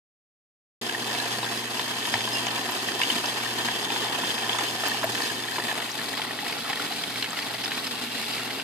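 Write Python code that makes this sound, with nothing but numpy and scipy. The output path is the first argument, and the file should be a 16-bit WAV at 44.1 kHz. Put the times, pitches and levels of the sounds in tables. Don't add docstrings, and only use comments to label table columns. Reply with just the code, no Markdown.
import sys
import numpy as np
from scipy import signal
from scipy.fft import rfft, irfft, next_fast_len
from scipy.io import wavfile
from scipy.ndimage import uniform_filter1d

SR = 44100
rng = np.random.default_rng(int(sys.argv[2]) if len(sys.argv) > 2 else 0)


def transcribe(signal):
    frames = np.atleast_2d(signal).T
    limited = np.clip(frames, -1, 1)
    pcm = np.round(limited * 32767).astype(np.int16)
    wavfile.write(sys.argv[1], SR, pcm)


N = 380583
TIME = np.arange(N) / SR
TAPS = 16384
FREQ = np.maximum(np.arange(TAPS // 2 + 1) * SR / TAPS, 1)

# (time [s], level [dB])
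CHURN_LEVELS = [(0.85, -40), (2.0, -39.5), (5.1, -40), (5.7, -41.5), (6.2, -42), (7.3, -42.5), (8.0, -44),
                (8.6, -42)]
# (time [s], gurgle [dB], spatter [dB])
FLOW_LEVELS = [(0.85, -36.5, -36), (1.27, -34.5, -34.5), (1.64, -36.5, -36), (2.0, -35.5, -34),
               (2.31, -36, -35), (2.68, -35, -35.5), (3.14, -35.5, -33.5), (3.4, -34, -35),
               (3.75, -36, -36), (4.22, -34, -35), (4.55, -34, -33.5), (4.95, -35.3, -34), (5.12, -37, -35),
               (5.24, -36.3, -33), (5.38, -38.5, -37), (5.56, -36, -33), (5.8, -35, -35.5),
               (5.95, -38.5, -34.5), (6.22, -38.5, -36), (6.35, -43, -40), (6.5, -41.5, -37),
               (6.72, -38, -35), (6.85, -39.5, -36), (7.0, -39.5, -34.8), (7.4, -38.5, -36.5),
               (7.7, -40.5, -36.5), (7.83, -39.5, -35), (7.95, -41, -36), (8.1, -40, -35.5),
               (8.35, -38, -33), (8.6, -40, -38.5)]
# (time [s], position [0 = near, in the tub's mouth; 1 = far, above the rim])
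MIC_PATH = [(5.2, 0.12), (5.7, 0.45), (6.0, 0.75), (6.4, 1)]
# (frequency [Hz], gain [dB])
NEAR_TONE = [(35, -33), (70, -14.5), (140, -5), (550, -4.5), (1300, -2.5), (3000, 1.5), (4700, 0),
             (6000, -4), (9000, -3.5), (14500, -13.5)]
FAR_TONE = [(35, -23), (70, -23), (140, -5.5), (550, -1.5), (1300, 2.5), (3000, -1), (4700, -2.5),
            (6000, -9.5), (9000, -7.5), (14500, -16.5)]
# (frequency [Hz], width [Hz], left [dB], right [dB])
NEAR_RESONANCES = [(233, 36, 6.7, 6.6), (285, 82, 6, 8.3), (357, 55, 7.6, 5.2), (426, 108, 3.0, 8.1),
                   (698, 70, 4.4, 4.8), (790, 216, 6.6, 5.4), (992, 190, 9.2, 5.8), (1420, 120, -4, -4),
                   (1610, 220, 4.5, 3.5), (1800, 300, 3, 7.3), (2120, 80, -4, -4), (2230, 150, 3.2, 5.0),
                   (2490, 70, -4, -4), (2627, 110, -1, 7), (2910, 35, 3.5, 3.5), (3045, 270, 3.0, -1.5),
                   (3400, 450, 3, 3), (3730, 130, -6, -6), (3950, 300, 2, 0.5), (4512, 540, 3.6, 2.2),
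                   (5080, 260, 4.5, 1.6), (6438, 687, 5.8, 1.3), (13000, 3600, 0.3, 3.6)]
FAR_RESONANCES = [(167, 22, 4, 4), (229, 28, 6, 6), (282, 55, 8.5, 10.2), (424, 60, 4.6, 5.8),
                  (706, 104, 2.0, 7.2), (828, 167, 7.4, 5.5), (1313, 144, 1, 1), (1735, 125, 2, 5),
                  (1915, 99, 4.5, 1.5), (2208, 170, 3.3, 2.4), (2619, 130, 1.8, 1.3), (3080, 160, 2.5, 2),
                  (3450, 260, 4.6, 2.2), (3950, 350, 4.8, 2), (4960, 720, 4.8, 1.1),
                  (13474, 4383, -1.0, 5.6)]
# (frequency [Hz], likeness [0-1], left's lead [radians])
NEAR_STEREO = [(120, 0.93, 1), (300, 0.95, -0.5), (560, 0.86, -0.2), (900, 0.58, 0.6), (1100, 0.66, -0.6),
               (1410, 0, 0), (1550, 0.45, -1.74), (2020, 0.4, -0.5), (2130, 0.4, 2), (2470, 0.3, 1.5),
               (2830, 0.3, 0.55), (3360, 0.86, -2.44), (3590, 0.43, -0.5), (4410, 0.12, 3.5),
               (4840, 0.25, 0.5), (5960, 0, 2), (6750, 0.4, -0.9), (8300, 0, 0)]
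FAR_STEREO = [(120, .95, 1), (280, 1, -0.5), (516, 0.39, -0.1), (750, 0.93, 0.6), (1400, .62, -0.8),
              (1800, 0.45, -0.5), (2100, 0.38, -0.5), (2580, 0.37, 0.26), (3560, 0.6, -2.5),
              (4200, 0.12, 0), (5040, .38, -1.5), (9000, 0.06, 0)]
# (time [s], centre [Hz], level [dB])
LANDING_RING = [(0.85, 3230, -41), (1.2, 3170, -40), (1.6, 3200, -49.5), (2.0, 3220, -34.5),
                (2.35, 3150, -36), (2.8, 3070, -41), (3.1, 3160, -36), (3.42, 3080, -40),
                (3.75, 3200, -34.5), (4.2, 3220, -35), (4.55, 3230, -39), (4.98, 3080, -36),
                (5.1, 3220, -43), (5.3, 3340, -44), (5.6, 3300, -58)]
# (time [s], deep ring [dB], low ring [dB], high ring [dB])
DRUM_LEVELS = [(0.85, -56, -52, -50), (1.7, -52, -53, -51), (2.3, -56, -46, -46), (2.7, -56, -52, -53),
               (3.1, -56, -49, -49), (3.6, -56, -53, -54), (4.3, -56, -51, -48), (5.1, -56, -49, -46.5),
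               (5.45, -60, -54, -60), (7.3, -60, -58, -62), (7.7, -49, -55, -62), (7.95, -46, -43.5, -62),
               (8.25, -45.5, -43, -62), (8.6, -46, -44, -62)]
# (frequency [Hz], level [dB])
HUM_TONES = [(119.8, -50.5), (239.6, -53.5), (359.4, -54), (419.3, -54), (479.2, -54.5)]
# (time [s], bubble [dB], bubble pitch [Hz], low slap [dB], bright splash [dB])
BIG_DROPS = [(0.893, -17.5, 1600, -34, -24), (0.947, -15.5, 1760, -35, -31), (1.149, -27, 1677, -37, -25),
             (1.2, -12, 4040, -36, -34), (1.429, -15, 3760, -19, -30), (1.444, -16, 3400, -25, -29),
             (1.771, -18, 2830, -32, -30), (1.794, -19.5, 984, -37, -20), (2.027, -19, 3340, -29, -25),
             (2.053, -17, 3530, -38, -25), (2.075, -22, 1750, -22, -31), (2.14, -14, 1720, -13, -16),
             (2.154, -24, 860, -25, -23), (2.207, -26, 1800, -22, -22), (2.276, -25, 1000, -24, -25),
             (2.467, -20, 3300, -21.5, -24), (2.483, -20, 2830, -35, -29), (2.616, -23, 715, -34, -40),
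             (2.69, -24, 950, -21, -35), (2.886, -21, 1850, -36, -24), (3.016, -24, 1700, -43, -18),
             (3.034, -18, 2840, -40, -17), (3.101, -8, 3000, -36, -27), (3.106, -16, 2870, -40, -31),
             (3.239, -19, 880, -14, -32), (3.25, -26, 790, -27, -38), (3.46, -18, 1750, -31, -41),
             (3.685, -22, 1700, -19, -23.5), (3.902, -22.5, 860, -28, -24), (3.961, -26, 780, -18, -25),
             (4.044, -20, 794, -30, -35), (4.064, -24, 820, -28, -38), (4.233, -25, 1000, -24, -36),
             (4.304, -12, 3260, -37, -30), (4.38, -20, 1730, -38, -24.5), (4.425, -25, 750, -30, -31),
             (4.441, -18, 1690, -35, -40), (4.494, -8, 3180, -24, -22), (4.529, -13, 3210, -36, -25),
             (4.547, -24, 975, -22, -36), (4.586, -16, 1240, -21, -20), (4.607, -21, 805, -22, -22),
             (4.835, -17, 1720, -17, -28), (4.854, -20, 1690, -31, -35), (4.904, -28, 1870, -36, -36),
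             (4.916, -15, 1730, -32, -33), (4.945, -21, 770, -28, -40), (5.031, -19, 1620, -18, -28),
             (5.04, -10, 615, -19, -26), (5.072, -23, 814, -30, -34), (5.15, -19, 1680, -27, -24.5),
             (5.202, -32, 1760, -20.5, -32), (5.25, -19, 1710, -38, -32), (5.437, -18, 3400, -46, -32),
             (5.558, -21, 1600, -34, -32), (5.582, -21, 980, -23, -24), (5.597, -17, 1740, -30, -39),
             (5.621, -22, 1870, -40, -40), (5.694, -17, 1740, -37, -27), (5.713, -17, 1700, -28, -26),
             (5.777, -18, 3810, -42, -27), (5.801, -27, 806, -22, -26), (5.82, -22, 1860, -30, -24),
             (5.99, -21, 1710, -40, -32), (6.137, -19, 1870, -41, -41), (6.175, -25, 1940, -24, -28),
             (6.194, -25, 810, -28, -27), (6.218, -16, 3380, -31, -23), (6.308, -19, 1810, -27, -40),
             (6.388, -17.5, 1880, -31, -26), (6.428, -24, 784, -34, -40), (6.465, -24, 1960, -27.5, -29),
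             (6.498, -23, 2430, -24, -27.5), (6.526, -26, 2460, -39, -26), (6.654, -21, 1250, -40, -38),
             (6.699, -20, 746, -33, -21), (6.731, -21, 1800, -23, -22.5), (6.772, -18, 1830, -39, -39),
             (6.797, -19, 1370, -34, -33), (6.812, -25, 1960, -36, -32), (6.908, -26, 740, -34, -34),
             (6.922, -20, 3900, -33, -26), (7.037, -14, 3320, -35, -26.5), (7.158, -26, 2210, -42, -27),
             (7.225, -17, 4000, -38, -19.5), (7.243, -21, 2130, -40, -19), (7.26, -20, 2030, -42, -31),
             (7.31, -25, 1690, -32, -36), (7.329, -21, 1200, -32, -40), (7.37, -22, 1950, -25, -25),
             (7.389, -24, 2020, -40, -26), (7.425, -21, 4580, -44, -29), (7.503, -28, 810, -38, -39),
             (7.549, -25, 2020, -41, -34), (7.637, -24, 2560, -43, -22), (7.646, -18, 5200, -42, -31),
             (7.658, -15, 3480, -38, -27), (7.709, -25, 1650, -42, -33), (7.718, -17, 3850, -27, -22),
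             (7.777, -20, 2420, -29, -36), (7.868, -17.5, 4900, -34, -31), (8.335, -19, 4620, -46, -32),
             (8.379, -22, 2320, -40, -25), (8.505, -19, 2000, -40, -29), (8.598, -23, 2680, -34, -25.5)]
# (time [s], level [dB], pitch [Hz])
WALL_TICKS = [(2.068, -44, 10500), (2.079, -51, 10500), (2.709, -40, 13200), (2.467, -35, 6330),
              (3.258, -30.5, 5130), (4.5855, -34.5, 6570), (4.882, -38, 13100), (5.042, -38, 12000),
              (5.219, -31, 4530), (5.915, -33, 5540), (6.177, -32.5, 4170), (6.463, -53, 12500),
              (6.695, -51, 12000), (7.305, -41, 7300), (7.637, -37, 4400), (7.647, -37.5, 5000),
              (7.868, -39, 5200)]
# (time [s], boom [dB], dull thud [dB])
HEAVY_SLAPS = [(2.141, -35, -40), (5.040, -40, -27.5), (5.583, -59, -26)]
# (time [s], swell and fade time [s], pitch [Hz], level [dB])
THIN_SQUEAKS = [(2.328, 0.0087, 5090, -26), (2.341, 0.017, 2800, -28.5)]
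# (start [s], length [s], level [dB], bubble pitch [Hz])
DROP_FLURRIES = [(5.208, .12, -22.5, 1700), (5.44, .085, -23, 1690), (5.642, .06, -23, 1770),
                 (5.851, .06, -26, 1820), (6.232, .06, -26, 1890)]


def from_db(db):
    return 10 ** (np.asarray(db) / 20)


def rms_one(x):
    return x / np.sqrt(np.mean(x ** 2) + 1e-20)


def in_time(rows):
    times, *columns = np.transpose(rows)
    return [np.interp(TIME, times, column) for column in columns]


def at_hz(points):
    hz, value = np.transpose(points)
    return np.interp(np.log(FREQ), np.log(hz), value)


def drift(per_s):
    knots = rng.standard_normal(4000)
    return rms_one(np.interp(TIME * per_s, np.arange(len(knots)), knots))


def band(x, low_hz, high_hz):
    edges = [low_hz, min(high_hz, .45 * SR)]
    return signal.sosfilt(signal.butter(2, edges, "band", fs=SR, output="sos"), x)


def shaped(x, db):
    cepstrum = irfft(np.log(from_db(db)), TAPS)
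    cepstrum[:, 1:TAPS // 2] *= 2
    cepstrum[:, TAPS // 2 + 1:] = 0
    response = irfft(np.exp(rfft(cepstrum)), TAPS)
    return signal.oaconvolve(x, response, axes=1)[:, :N]


def add(out, start_s, sound):
    i = int(start_s * SR)
    out[:, i:i + sound.shape[1]] += sound[:, :N - i]


def impacts(per_s, spread_db, cap):
    chance = (rng.random(N) + 1e-12) * SR / per_s
    hits = np.flatnonzero(chance < 1)
    clicks = np.zeros(N)
    clicks[hits] = from_db(spread_db * np.minimum(-np.log(chance[hits]), cap)) * (-1.) ** hits
    return clicks


def gushes(per_s, fade_s, steady):
    landings = np.abs(impacts(per_s, spread_db=2.5, cap=2.2))
    lumps = signal.lfilter([1], [1, -np.exp(-1 / (fade_s * SR))], landings)
    return (lumps / lumps.mean() + steady) / (1 + steady)


def wall_echoes(early_s, tail_s, tail_db):
    t = TIME[:3000]
    fade = np.exp(-t / early_s) + from_db(tail_db) * np.exp(-t / tail_s)
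    paths = rng.standard_normal((2, len(t))) * fade
    return paths / np.sqrt(np.sum(paths ** 2, axis=1, keepdims=True))


def spatter(surge, per_s, spread_db, spots):
    out = 0
    for _ in range(spots):
        clicks = impacts(per_s * surge / spots, spread_db, cap=2.7)
        paths = wall_echoes(early_s=.0005, tail_s=.007, tail_db=-16)
        out = out + signal.oaconvolve(clicks[None], paths, axes=1)[:, :N]
    return rms_one(out)


def bubbles(surge, per_s, cycles, spread_db, pitches=30):
    out = np.zeros((2, N))
    for hz in np.geomspace(600, 6200, pitches):
        clicks = impacts(per_s * surge * np.sqrt(hz / 1000) / pitches, spread_db, cap=2.74)
        ring_s = cycles * 2 ** rng.uniform(-1.35, 1) / hz
        decay = from_db(-60 / (ring_s * SR))
        step = 2 * np.pi * hz / SR
        feedback = [1, -2 * decay * np.cos(step), decay ** 2]
        for channel, phase in enumerate(rng.uniform(0, 2 * np.pi, 2)):
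            kick = [np.sin(phase), decay * np.sin(step - phase)]
            out[channel] += np.sqrt(hz) * rms_one(signal.lfilter(kick, feedback, clicks + 1e-18))
    return rms_one(out)


def plinks(surge, per_s, cycles, rise, spread_db):
    out, t = np.zeros((2, N)), TIME[:1400]
    strengths = impacts(per_s * surge, spread_db, cap=2.1)
    traits = rng.random((N, 4))
    for i in np.flatnonzero(strengths):
        pitch, life, *phases = traits[i]
        hz = 650 * 2 ** (3 * pitch ** .8)
        age = t * hz / (cycles * 2 ** (2 * life - 1))
        turns = hz * t * (1 + rise * np.minimum(age, 2)) + np.array(phases)[:, None]
        swell = (1 - np.exp(-t * hz)) * np.exp(-age)
        add(out, i / SR, strengths[i] * hz / 1000 * swell * np.sin(2 * np.pi * turns))
    return rms_one(out)


def ripple_db(spacing_hz=40, depth_db=4.2):
    knots = rng.uniform(-1, 1, (2, 3000))
    depth = depth_db * at_hz([(300, 0), (1000, .3), (2000, 1), (3800, 1), (7000, .4)])
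    return depth * np.array([np.interp(FREQ / spacing_hz, np.arange(len(row)), row) for row in knots])


def tub_db(resonances):
    return sum(np.array([[left], [right]]) / (1 + (2 * (FREQ - hz) / width_hz) ** 2)
               for hz, width_hz, left, right in resonances)


def out_of_step(sound, stereo):
    hz, _, lead = np.transpose(stereo)
    size = next_fast_len(N + TAPS)
    lag = np.interp(np.arange(size // 2 + 1) * SR / size, hz, np.unwrap(lead))
    right = irfft(rfft(sound[1], size) * np.exp(-1j * lag), size)[:N]
    return np.array([sound[0], right])


def at_mic(water, stereo):
    alike = np.clip(at_hz([row[:2] for row in stereo]), 0, .99)
    share_db = 10 * np.log10(np.array([1 + alike, 1 - alike]))
    mid, side = shaped(water, ripple_db() + share_db)
    return out_of_step(np.array([mid + side, mid - side]), stereo)


def through_tub(water, tone, resonances):
    return rms_one(shaped(water, at_hz(tone) + tub_db(resonances)))


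def follow_flow(water, wobble_per_s=16, shared_db=.4, own_db=.7):
    low, low_and_mid = (signal.sosfiltfilt(signal.butter(3, hz, fs=SR, output="sos"), water)
                        for hz in (500, 2200))
    parts = low, low_and_mid - low, water - low_and_mid
    levels = in_time(CHURN_LEVELS) + in_time(FLOW_LEVELS)
    wobble = shared_db * drift(wobble_per_s)
    return sum(from_db(db + wobble + own_db * drift(wobble_per_s)) * part / np.std(part.mean(axis=0))
               for part, db in zip(parts, levels))


def draw_back(near, far):
    position = in_time(MIC_PATH)[0]
    return (1 - position) * near + position * far


def ringing(x, hz, width_hz):
    spin = np.exp(2j * np.pi * np.cumsum(hz * np.ones(N)) / SR)
    narrow = signal.sosfilt(signal.butter(2, width_hz / 2, fs=SR, output="sos"), x / spin)
    return rms_one((spin * narrow).real)


def steel_rings(water):
    landing_hz, landing_db = in_time(LANDING_RING)
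    deep_db, low_db, high_db = in_time(DRUM_LEVELS)
    return (from_db(landing_db) * ringing(water, hz=landing_hz + 60 * drift(per_s=20), width_hz=520)
            + from_db(deep_db) * ringing(water, hz=243, width_hz=44)
            + from_db(low_db) * ringing(water, hz=2785, width_hz=130)
            + from_db(high_db) * ringing(water, hz=5090 + 60 * drift(per_s=6), width_hz=220))


def stream(hiss_db, bubble_db, plink_db, wash_db):
    surge = gushes(per_s=130, fade_s=.0045, steady=.8)
    water = spatter(surge, per_s=2100, spread_db=4.5, spots=12)
    water += from_db(bubble_db) * bubbles(surge, per_s=750, cycles=21, spread_db=5)
    water += from_db(plink_db) * plinks(surge, per_s=230, cycles=19, rise=.0077, spread_db=3)
    water += from_db(hiss_db) * rng.standard_normal((2, N))
    near = through_tub(at_mic(water, NEAR_STEREO), NEAR_TONE, NEAR_RESONANCES)
    far = through_tub(at_mic(water, FAR_STEREO), FAR_TONE, FAR_RESONANCES)
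    wash = draw_back(follow_flow(near), follow_flow(far))
    on_steel = at_mic(spatter(surge, per_s=1500, spread_db=4.5, spots=5), NEAR_STEREO)
    return from_db(wash_db) * wash + steel_rings(on_steel)


def valve(waver_db, far_db):
    hum = 0
    for hz, db in HUM_TONES:
        strength = np.sqrt(2) * from_db(db + waver_db * drift(per_s=5.7))
        hum = hum + strength * np.sin(2 * np.pi * (hz * TIME + rng.random()))
    pan_db = np.array([[-.8], [.8]])
    return hum * from_db(far_db * in_time(MIC_PATH)[0] + pan_db)


def echoed(sound, echo_db):
    paths = wall_echoes(early_s=.0015, tail_s=.012, tail_db=-11)
    return sound + from_db(echo_db) * signal.fftconvolve(sound[None], paths, axes=1)[:, :len(sound)]


def drops(rows, cycles, splash_s, bubble_db, slap_db, splash_db):
    out, t = np.zeros((2, N)), TIME[:3000]
    noise = rng.standard_normal((len(rows), 2, len(t)))
    slaps, splashes = band(noise[:, 0], 580, 1370), band(noise[:, 1], 1730, 3660)
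    for (start_s, ring_db, hz, low_db, bright_db), slap, splash in zip(rows, slaps, splashes):
        age = t * np.sqrt(hz * 1000) / cycles
        bubble = np.sin(2 * np.pi * hz * t * (1 + 4 * t)) * age * np.exp(1 - age)
        burst = from_db(low_db + slap_db) * rms_one(slap)
        burst += from_db(bright_db + splash_db) * rms_one(splash)
        sound = from_db(ring_db + bubble_db) * bubble + burst * np.exp(-t / splash_s)
        add(out, start_s, echoed(sound, echo_db=-10))
    return out


def hollow(sound, resonances, stereo):
    db = tub_db(resonances) + ripple_db()
    average_db = 10 * np.log10(uniform_filter1d(from_db(db) ** 2, size=400, axis=1))
    return out_of_step(shaped(sound, db - average_db), stereo)


def ticks(ring_s, gain_db):
    out, t = np.zeros((2, N)), TIME[:2000]
    for start_s, db, hz in WALL_TICKS:
        noise = band(rng.standard_normal(len(t)), min(hz * .92, 13000), hz * 1.13)
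        tick = from_db(db + gain_db) * rms_one(noise) * np.exp(-t / ring_s)
        add(out, start_s, echoed(tick, echo_db=-1))
    return out


def booms(hz, swell_s, thud_s):
    out, t = np.zeros((2, N)), TIME[:12000]
    boom = np.sin(2 * np.pi * hz * t) * t / swell_s * np.exp(1 - t / swell_s)
    for start_s, boom_db, thud_db in HEAVY_SLAPS:
        thud = rms_one(band(rng.standard_normal(len(t)), 230, 1130)) * np.exp(-t / thud_s)
        add(out, start_s, (from_db(boom_db) * boom + from_db(thud_db) * thud)[None])
    return out


def squeaks(rough):
    out, t = np.zeros((2, N)), TIME[:7000]
    pan_db = np.array([[-2.5], [2.5]])
    for start_s, swell_s, hz, db in THIN_SQUEAKS:
        swell = t / swell_s * np.exp(1 - t / swell_s)
        flutter = 1 + rough * drift(per_s=260)[:len(t)]
        tone = np.sin(2 * np.pi * hz * t + rough * drift(per_s=200)[:len(t)])
        add(out, start_s, from_db(db + pan_db) * swell * flutter * tone)
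    return out


def flurries(per_s, detune, spread_db, slap_db, splash_db):
    rows = []
    for start_s, length_s, level_db, hz in DROP_FLURRIES:
        count = max(1, round(length_s * per_s))
        draws = rng.uniform(-1, 1, (40, 5))[:count]
        for k, (late, pitch, size, slap, splash) in enumerate(draws):
            time_s = start_s + (k + (1 + late) / 2) / per_s
            db = level_db + spread_db * size
            rows.append((time_s, db, hz * (1 + detune * pitch),
                         db + slap_db + spread_db * slap, db + splash_db + spread_db * splash))
    return rows


def scene():
    water = stream(hiss_db=-2.5, bubble_db=-8.5, plink_db=-12, wash_db=-.7)
    drips = drops(BIG_DROPS, cycles=2.6, splash_s=.005, bubble_db=-7, slap_db=-4, splash_db=-.5)
    small_drops = flurries(per_s=48, detune=.07, spread_db=4, slap_db=-22, splash_db=-11)
    drips += drops(small_drops, cycles=2.9, splash_s=.005, bubble_db=-7.5, slap_db=-1.5, splash_db=-1.5)
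    near = hollow(drips, NEAR_RESONANCES, NEAR_STEREO)
    far = hollow(drips, FAR_RESONANCES, FAR_STEREO)
    steel = booms(hz=113.7, swell_s=.018, thud_s=.012) + ticks(ring_s=.0032, gain_db=8.5)
    return water + draw_back(near, far) + steel + squeaks(rough=.15) + valve(waver_db=2.5, far_db=-5)


def record(dry):
    start_s, cutoff_hz = .8132, 14750
    opened = dry * np.clip((TIME - start_s) / .002, 0, 1)
    return signal.sosfilt(signal.ellip(12, .2, 75, cutoff_hz, fs=SR, output="sos"), opened)


dry = scene()
out = record(dry)
transcribe(out)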